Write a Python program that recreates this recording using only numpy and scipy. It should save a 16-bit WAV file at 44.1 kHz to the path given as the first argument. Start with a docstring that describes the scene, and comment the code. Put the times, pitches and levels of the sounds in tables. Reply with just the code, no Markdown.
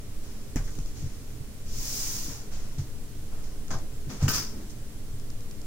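"""Over a room's low hum and a faint whine, sleeves rustle and a canvas on a wooden frame is set on a desk:
impact makes the frame clack and the desk boom in its modes. From 1.6 s the cloth slides along the wall
with a hiss of friction. More bumps and clacks follow, and near 4.3 s two shoves wedge it into place
with a stick-slip rasp and a thin squeak. A last soft bump and five faint ticks end the scene.
A small microphone pair standing on the desk hears it all."""
import sys
import numpy as np
from scipy import signal
from scipy.fft import rfft, irfft, next_fast_len
from scipy.io import wavfile

SR = 44100
rng = np.random.default_rng(int(sys.argv[2]) if len(sys.argv) > 2 else 0)


def file_out(sig):
    """Save sig as 16-bit WAV at sys.argv[1]."""
    # one column per channel
    cols = np.atleast_2d(sig).T
    # limit, then scale
    lim = np.clip(cols, -1, 1)
    pcm = np.round(lim * 32767).astype(np.int16)
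    wavfile.write(sys.argv[1], SR, pcm)


N = 249604
T = np.arange(N) / SR
LN_1000 = np.log(1000)  # amplitude falls a thousandfold in one decay time, t60


def amp(db):
    """Decibels as an amplitude ratio."""
    return 10 ** (np.asarray(db) / 20)


def unit(x):
    """Normalisation to rms 1."""
    return x / np.sqrt(np.mean(x ** 2) + 1e-20)


def curve(points, hz):
    """Interpolation on a log-frequency axis."""
    f, value = np.transpose(points)
    return np.interp(np.log(hz + 1), np.log(f + 1), value)


def add(mix, start, sound):
    """Superposition of a sound from its start in seconds."""
    part = mix[:, round(start * SR):][:, :sound.shape[-1]]
    part += sound[..., :part.shape[-1]]


def tilted(hz, tilt_db):
    """Gain of a spectral slope in dB per octave through the mid range."""
    return amp(tilt_db * np.log2(np.clip(hz, 400, 8000) / 2000))


def coloured(x, spectrum, tilt_db=0):
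    """Spectral shaping, to rms 1."""
    hz = np.fft.rfftfreq(x.shape[-1], 1 / SR)
    return unit(irfft(rfft(x) * amp(curve(spectrum, hz)) * tilted(hz, tilt_db), x.shape[-1]))


def noise(spectrum, size, tilt_db=0, grain_db=0):
    """Stereo coloured noise of rms 1; grain is fast random amplitude modulation."""
    white = rng.standard_normal((2, size))
    catches = np.repeat(np.minimum(rng.exponential(1, size // 32 + 1), 4), 32)[:size]
    return coloured(white * amp(grain_db * catches), spectrum, tilt_db)


def narrowband(hz, width_hz, size):
    """Narrow-band noise of rms 1, heard as a wavering tone."""
    f = np.fft.rfftfreq(N, 1 / SR)
    band = rfft(rng.standard_normal(N)) / (1 + (2 * (f - hz) / width_hz) ** 4)
    return unit(irfft(band, N)[:size])


def wander(low_hz, high_hz):
    """Slow sinusoids of random phase sum to a random curve of rms 1."""
    t, rates = T[::64], np.geomspace(low_hz, high_hz, num=16)
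    slow = sum(np.sin(2 * np.pi * (f * t + rng.random())) / np.sqrt(f) for f in rates)
    return unit(np.interp(T, t, slow))


# Room noise before its tilt, and draught. Each row: frequency in Hz, relative spectral density in dB.
AIR_SPECTRUM = [(12, -60), (20, 2), (44, -10.5), (110, -14.5), (167, -20.5), (215, -21), (300, -23),
                (375, -29.5), (408, -23), (496, -33), (539, -32), (866, -40), (3600, -45), (6290, -44),
                (15800, -49)]
DRAUGHT_SPECTRUM = [(1, -33), (4, -14), (9, 5.5), (18, -9.5), (30, -104), (80, -103)]
# The room's hum. Each row: frequency in Hz, bandwidth in Hz, level in dB.
HUM_BANDS = [(118.25, 8.8, -55.5), (212.9, 10.2, -61.5), (302.4, 3.9, -67), (406.4, 7.1, -71),
             (466.7, 12.3, -70.5)]
def background():
    """Stationary noise: broadband air, a narrow-band hum and a slow draught on the microphone."""
    hum = sum(amp(db) * narrowband(hz, width, N) for hz, width, db in HUM_BANDS)
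    air = amp(-40.5) * noise(AIR_SPECTRUM, N, tilt_db=1.0)
    draught = amp(-33.5) * noise(DRAUGHT_SPECTRUM, N)
    return air + hum + draught


# Strands of the whine. Each entry: offset from the carrier in Hz.
WHINE_OFFSETS = [-1300, 0, 1100]
def whine():
    """Frequency modulation: the strands of an electrical whine wander loosely together as they waver."""
    carrier_hz, swing_hz, fade_db = 9000, 900, 2.5
    shared, out = wander(.8, 8), np.zeros(N)
    for offset_hz in WHINE_OFFSETS:
        shift_hz = offset_hz + swing_hz * (shared + .5 * wander(1, 14))
        carrier = signal.hilbert(narrowband(carrier_hz, width_hz=200, size=N), next_fast_len(N))[:N]
        strand = (carrier * np.exp(2j * np.pi * np.cumsum(shift_hz) / SR)).real
        out += amp(fade_db * wander(2, 16)) * strand
    return amp(-68.5) * unit(out)


# The room's decay. Each row: frequency in Hz, reverberation time in seconds.
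ROOM_T60 = [(150, 1), (660, 0.34), (1800, 0.21), (5000, 0.28), (14000, 0.23)]
def reverberation(x):
    """A diffuse field decays at its own rate in each band; the furnishings absorb treble."""
    hz, t, bands = signal.stft(rng.standard_normal((2, SR // 2)), SR, nperseg=256)
    tail = signal.istft(bands * amp(-60 * t / curve(ROOM_T60, hz)[:, None]), SR, nperseg=256)[1]
    tail *= np.clip(T[:tail.shape[1]] / 0.011, 0, 1) ** 2  # builds over 11 ms
    absorption = tilted(np.fft.rfftfreq(tail.shape[1], 1 / SR), tilt_db=-0.8)
    tail = irfft(rfft(tail / np.linalg.norm(tail[0])) * absorption)
    return signal.fftconvolve(x, tail, axes=1)[:, :N]


# Early reflections off desk and walls. Each row: delay in seconds, gain in dB.
REFLECTIONS = [(.0021, -22), (.00606, -17), (.0087, -15.5)]
def reflected(x):
    """Comb filtering: delayed copies interfere with the direct sound."""
    out = x.copy()
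    for delay, db in REFLECTIONS:
        add(out, delay, amp(db) * x)
    return out


# The tick's colour. Each row: frequency in Hz, relative spectral density in dB.
TICK_SPECTRUM = [(300, -9), (1200, 10.5), (3500, -20), (4800, 3), (7500, -10), (10000, -4), (15500, -21)]
# Faint dry ticks. Each row: start in seconds, relative level in dB.
TICK_EVENTS = [(5.1983, -49.5), (5.3028, -46.5), (5.4073, -49.5), (5.5118, -47), (5.6163, -47.5)]
def ticks():
    """One exponentially damped noise burst repeats at an even pace."""
    out, t = np.zeros((2, N)), T[:1024]
    tick = unit(noise(TICK_SPECTRUM, len(t)) * np.exp(-t / .0012)) * amp(-14.5)
    for start, db in TICK_EVENTS:
        add(out, start, amp(db) * tick)
    return out


def stroke(t, rise_s, hold_s, t60):
    """Envelope of linear rise, hold and exponential decay."""
    return np.clip(t / rise_s, 0, 1) * np.exp(-LN_1000 * np.maximum(t - rise_s - hold_s, 0) / t60)


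# Rustling cloth. Each row: frequency in Hz, relative spectral density in dB.
SLEEVE_SPECTRUM = [(200, 1), (600, 9), (1400, 9), (3000, 3), (5500, -0.5), (8000, -2), (10500, -8.5),
                   (15500, -1.5)]
# Hands and sleeves. Each row: start in seconds, t60 in seconds, level in dB, tilt in dB per octave.
SLEEVE_STROKES = [(.22, 1.3, -57.5, -0.5), (.61, 2.1, -57.5, 4), (.94, 1.43, -55, 1),
                  (2.29, 0.81, -51, -2.5), (2.505, 1.15, -50.5, -1), (2.779, 0.3, -50, 1),
                  (3.299, 1.4, -53.5, -5), (3.43, 0.47, -58, 2), (4.088, 0.68, -45.5, -1.5),
                  (4.196, 1.06, -41.5, -3.5), (4.222, 0.25, -43.5, 7), (4.57, 0.88, -59.5, -1.5),
                  (4.695, 0.15, -52, 4)]
def sleeves():
    """Friction noise swells and dies away with each short brush of cloth."""
    out, t = np.zeros((2, N)), T[:SR // 2]
    for start, t60, db, tilt_db in SLEEVE_STROKES:
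        envelope = stroke(t, rise_s=0.022 * t60, hold_s=0, t60=t60)
        add(out, start, amp(db) * envelope * noise(SLEEVE_SPECTRUM, len(t), tilt_db))
    return out


# The desk top's rumble. Each row: frequency in Hz, relative spectral density in dB.
SCUFF_SPECTRUM = [(50, -14), (130, -1.5), (220, 2), (320, 0), (430, -11.5), (700, -20), (3000, -33)]
# Drags of the frame's foot. Each row: start in seconds, length in seconds, level in dB.
SCUFF_EVENTS = [(2.248, 0.094, -43.5), (4.065, .12, -40), (4.481, .2, -44.5)]
def scuffs():
    """Friction of the frame forces the desk top into low random vibration."""
    out = np.zeros((2, N))
    for start, length, db in SCUFF_EVENTS:
        size = int(length * SR)
        add(out, start, amp(db) * np.sin(np.pi * T[:size] / length) * noise(SCUFF_SPECTRUM, size))
    return out


# The desk's modes. Each row: frequency in Hz, relative level in dB, t60 in seconds before damping.
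DESK_MODES = [(89.9, 4, 0.22), (135.3, 7.5, 0.21), (238, 1.5, 0.14), (273.6, 5, 0.086), (297, 7, 0.042),
              (450, -1, 0.045), (700, -8, 0.13), (855, -2, 0.088)]
# Bumps on the desk. Each row: start in seconds, level in dB, hardness as a cutoff in Hz.
DESK_BUMPS = [(0.5589, -29, 695), (0.5629, -36, 403), (.578, -28, 105), (.783, -35, 303),
              (1.024, -25.5, 123), (1.391, -34.5, 121), (1.767, -34.5, 70), (2.28, -37, 170),
              (2.778, -23, 118), (3.711, -41.5, 420), (3.738, -36, 200), (4.068, -34, 219),
              (4.223, -15, 135), (4.265, -25.5, 220), (4.283, -32, 380), (5.121, -33.5, 101)]
# Shifts of weight that rock the desk on its legs. Each row: start in seconds, level in dB.
DESK_ROCKS = [(0.558, -23.5), (0.783, -31), (1.025, -36), (1.769, -31), (2.781, -35)]
def desk():
    """Modal response to impact: harder bumps start faster, reach higher modes and damp them more."""
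    out, t = np.zeros((2, N)), T[:SR // 2]
    soft_hz, sway_hz, sway_decay_s = 134, 31.7, 0.067
    for start, db, cutoff_hz in DESK_BUMPS:
        swell = 1 - np.exp(-t * cutoff_hz / 1.63)
        t60_factor = 0.71 * (soft_hz / cutoff_hz) ** 0.28  # a hard bump presses on
        boom = np.zeros(len(t))
        for hz, mode_db, t60 in DESK_MODES:
            drive = amp(mode_db) / np.hypot(1, (hz / cutoff_hz) ** 2)
            boom += drive * np.sin(2 * np.pi * hz * t) * np.exp(-LN_1000 * t / (t60 * t60_factor))
        add(out, start, amp(db) * boom * swell)
    for start, db in DESK_ROCKS:
        add(out, start, amp(db) * np.sin(2 * np.pi * sway_hz * t) * np.exp(-t / sway_decay_s))
    return out


# The frame's modes. Each row: frequency in Hz, relative level in dB, t60 in seconds.
FRAME_MODES = [(666, 0, 0.06), (770, -3, 0.18), (882, -4, 0.13), (1004, -8, 0.07), (1278, -4, 0.095),
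               (1400, 2, 0.036), (1540, -4.5, 0.063), (1810, -7, 0.065), (2440, -9, 0.036),
               (2840, -4, 0.041), (2940, -2.5, 0.049)]
def frame_ring(centre_hz):
    """Free vibration of the frame: the point of contact favours the modes near one frequency."""
    t, spread_octaves, rise_s = T[:SR // 3], 0.92, 0.001
    modes = np.zeros((2, len(t)))
    for hz, db, t60 in FRAME_MODES:
        drive = amp(db) * np.exp(-(np.log2(hz / centre_hz) / spread_octaves) ** 2)
        phase = rng.random((2, 1)) / 4
        modes += drive * np.exp(-LN_1000 * t / t60) * np.sin(2 * np.pi * (hz * t + phase))
    return modes * (1 - np.exp(-t / rise_s))


# Wood chatter and contact snap. Each row: nominal frequency in Hz, relative spectral density in dB.
WOOD_SPECTRUM = [(150, 2.5), (480, 0), (850, 4), (1500, 7), (2150, 7), (3200, -6.5), (6000, -8), (9000, -8),
                 (15500, -19)]
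SNAP_SPECTRUM = [(400, -19), (4000, -22), (7300, 6.5), (9500, -7), (16000, 5.5)]
def contact(tilt_db, pitch, ring_db, centre_hz, snap_db):
    """An impact transient on wood: a crisp snap, a burst of chatter and the ringing of the modes."""
    t, snap_decay_s = T[:SR // 3], 0.0025
    t60 = 0.028 * 2 ** -tilt_db  # duller chatter lasts longer
    spectrum = [(hz * pitch, db) for hz, db in WOOD_SPECTRUM]  # a corner sounds higher than a flat
    chatter = noise(spectrum, len(t), tilt_db, grain_db=-1.0) * np.exp(-LN_1000 * t / t60)
    snap = amp(snap_db) * noise(SNAP_SPECTRUM, len(t)) * np.exp(-t / snap_decay_s)
    return snap + chatter + amp(ring_db) * frame_ring(centre_hz)


# Clacks of the frame. Each row: start in seconds, level in dB, chatter tilt in dB per octave,
# chatter pitch as a factor, relative ringing in dB, its centre in Hz, relative snap in dB.
FRAME_CLACKS = [(0.5592, -38.5, -0.7, 0.88, -17, 1300, 4.5), (0.5671, -41, -1.5, 1.1, -13, 1500, -10),
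                (.5705, -44, -2, 1.0, -13, 1500, -8), (.677, -48.5, -2, 0.92, -16, 1300, -9),
                (0.754, -47, 3, 0.64, -27, 1300, -1), (0.788, -44, 1, 0.65, -19, 1300, -2),
                (.86, -45.5, 1, 0.59, -27, 1300, -6), (3.682, -45, 2, 0.73, -13, 1300, -8),
                (3.706, -37.5, -2.5, 0.77, -10, 1100, -16), (3.712, -36.5, -1.0, 0.66, -7, 950, -7),
                (3.727, -42, -2, 0.55, -9, 900, -5), (3.74, -41, -2, 0.6, -5, 900, -8),
                (3.787, -48, 0, 0.92, -16, 900, -7), (4.2808, -32.5, -0.8, 1.34, 6, 1970, 2.5),
                (4.3111, -42.5, -2.5, 1.4, -6, 1900, -1), (4.337, -43, 7, 0.72, -17, 1200, 5)]
def clacks():
    """Elastic collision: a hard clack rebounds once, weaker, and the room reverberates."""
    out = np.zeros((2, N))
    hard_db, rebound_s, rebound_db = -40, .004, -9
    for start, db, tilt_db, *touch in FRAME_CLACKS:
        add(out, start, amp(db) * contact(tilt_db, *touch))
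        if db > hard_db:
            add(out, start + rebound_s, amp(db + rebound_db) * contact(tilt_db + 1, *touch))
    return out + amp(-3) * reverberation(out)


# Squeaks as the frame wedges in. Each row: start and length in seconds, frequency in Hz, level in dB.
EDGE_SQUEAKS = [(4.285, 0.02, 14480, -37), (4.302, 0.028, 14450, -34)]
def squeaks():
    """Very fast stick-slip oscillation of the wedged edge gives a thin tone."""
    out = np.zeros((2, N))
    for start, length, hz, db in EDGE_SQUEAKS:
        size = int(length * SR)
        tone = np.array([narrowband(hz, width_hz=220, size=size) for _ in range(2)])
        add(out, start, amp(db) * signal.windows.tukey(size, .5) * tone)
    return out


# The threads' crackle. Each row: frequency in Hz, relative spectral density in dB.
THREAD_SPECTRUM = [(300, -25), (1500, -8), (4500, -16), (6500, -16), (9000, -1.5), (11500, -6), (15500, 6)]
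def thread_crackle():
    """Shot noise of rms 1: single threads snap free at random, in uneven sizes."""
    snaps_per_s, spread_db, decay_s = 900, 4.5, .0003
    onsets = rng.random(N) < snaps_per_s / SR
    sizes = amp(spread_db * np.minimum(rng.exponential(1, N), 3))
    bursts = signal.lfilter([1], [1, -np.exp(-1 / (decay_s * SR))], onsets * sizes)
    return coloured(bursts * rng.standard_normal((2, N)), THREAD_SPECTRUM)


# The stretched cloth's resonances. Each row: frequency in Hz, bandwidth in Hz, relative gain in dB.
CANVAS_MODES = [(4830, 190, -3), (5290, 100, -2), (5800, 80, -4), (6040, 120, -3), (8400, 230, 1.5),
                (10550, 170, -2), (11550, 220, -3), (14020, 200, 1), (15500, 400, 1)]
def canvas_ring(rub, centre_hz):
    """Forced resonance of a membrane: a rub favours the modes near its own centre."""
    out, spread_octaves = np.zeros_like(rub), 0.75
    for hz, width, db in CANVAS_MODES:
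        drive = amp(db) * np.exp(-(np.log2(hz / centre_hz) / spread_octaves) ** 2)
        out += drive * signal.lfilter(*signal.iirpeak(hz, hz / width, SR), rub)
    return out


# Light rubbing. Each row: frequency in Hz, relative spectral density in dB.
SLIDE_SPECTRUM = [(200, 2.5), (600, -6), (1500, -5.5), (3900, -6), (4900, -4), (6700, -5), (9000, -3.8),
                  (12000, -2.8), (15500, 3.2)]
def slide():
    """Sliding friction: the weave's catches on the wall grow louder, brighter and ring more with speed."""
    start_s, length_s = 1.619, 0.92
    progress = np.clip((T - start_s) / length_s, 0, 1)
    speed = abs(np.sin(np.pi * progress ** 0.83))  # top speed comes early
    rub = noise(SLIDE_SPECTRUM, N, grain_db=1.0) + amp(-9) * thread_crackle()
    treble = signal.sosfiltfilt(signal.butter(2, 8000, "high", fs=SR, output="sos"), rub)
    hiss = rub - treble + speed ** 0.69 * treble
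    ring = amp(-11) * speed ** 6 * canvas_ring(rub, centre_hz=4700)
    return amp(-35) * speed ** 1.68 * (hiss + ring)


# Hard rubbing. Each row: frequency in Hz, relative spectral density in dB.
RASP_SPECTRUM = [(200, 14), (600, -1.5), (780, -10), (1000, 2.5), (1500, 2.5), (2400, -3), (4200, -5),
                 (5200, 0.5), (6200, -5.5), (7500, -8), (10500, -9), (15000, -4)]
# Shoves that wedge the canvas in. Each row: start and hold in seconds, level in dB,
# relative frame ringing in dB, relative cloth ringing in dB, its centre in Hz.
WEDGING_SHOVES = [(4.278, 0.008, -32, -14, 2, 10000), (4.329, 0.035, -31.5, -22, -6, 5100)]
def shoves():
    """Stick-slip friction under load: the canvas rasps and judders, driving cloth and frame to ring."""
    out, t = np.zeros((2, N)), T[:SR // 2]
    judder_db = narrowband(hz=70, width_hz=77, size=N)
    for start, hold, db, frame_db, cloth_db, centre_hz in WEDGING_SHOVES:
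        rasp = noise(RASP_SPECTRUM, len(t), grain_db=0.5) + amp(-5) * thread_crackle()[:, :len(t)]
        wood = unit(signal.oaconvolve(rasp, frame_ring(centre_hz=1490), axes=1)[:, :len(t)])
        sound = rasp + amp(frame_db) * wood + amp(cloth_db) * canvas_ring(rasp, centre_hz)
        add(out, start, amp(db) * stroke(t, rise_s=0.007, hold_s=hold, t60=0.38) * sound)
    return amp(judder_db) * out


# Microphone ports, left then right. Each row: frequency in Hz, bandwidth in Hz, peak gain in dB.
PORT_RESONANCES = [(5440, 1140, 16.5), (6510, 870, 16.5)]
def ports(x):
    """Cavity resonance before each capsule lifts a band of treble."""
    return np.array([side + (amp(db) - 1) * signal.lfilter(*signal.iirpeak(hz, hz / width, SR), side)
                     for side, (hz, width, db) in zip(x, PORT_RESONANCES)])


def scene():
    """Airborne sound enters by the ports; structure-borne sound from the desk reaches the pair directly."""
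    airborne = clacks() + squeaks() + reflected(slide() + shoves()) + sleeves() + ticks()
    return ports(airborne) + desk() + scuffs() + background() + whine()


# Likeness of the channels. Each row: frequency in Hz, left-right correlation given to independent noise.
PAIR_CORRELATION = [(100, 0.91), (350, 0.76), (1000, 0.45), (2500, -0.042), (6000, -0.14), (12000, -0.21)]
# Balance of the channels. Each row: frequency in Hz, left minus right in dB.
PAIR_BALANCE = [(120, -0.5), (300, 2.5), (600, 3.5), (2500, -0.5), (5000, -1.5), (8000, -2.5),
                (15000, -1.3)]
def record(dry):
    """Spatial coherence: two close capsules hear the bass alike and the treble apart, up to a band limit."""
    hz, limit_hz = np.fft.rfftfreq(N, 1 / SR), 15850
    left, right = rfft(dry)
    correlation = np.clip(curve(PAIR_CORRELATION, hz), -.99, .99)
    balance = amp(curve(PAIR_BALANCE, hz) / 2)
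    mid = (left + right) / 2 * np.sqrt(1 + correlation)
    side = (left - right) / 2 * np.sqrt(1 - correlation)
    pair = irfft(np.array([(mid + side) * balance, (mid - side) / balance]), N)
    lowpass = signal.firwin(511, limit_hz, window=("kaiser", 9), fs=SR)
    return signal.oaconvolve(pair, lowpass[None], "same")


dry = scene()
out = record(dry)
file_out(out)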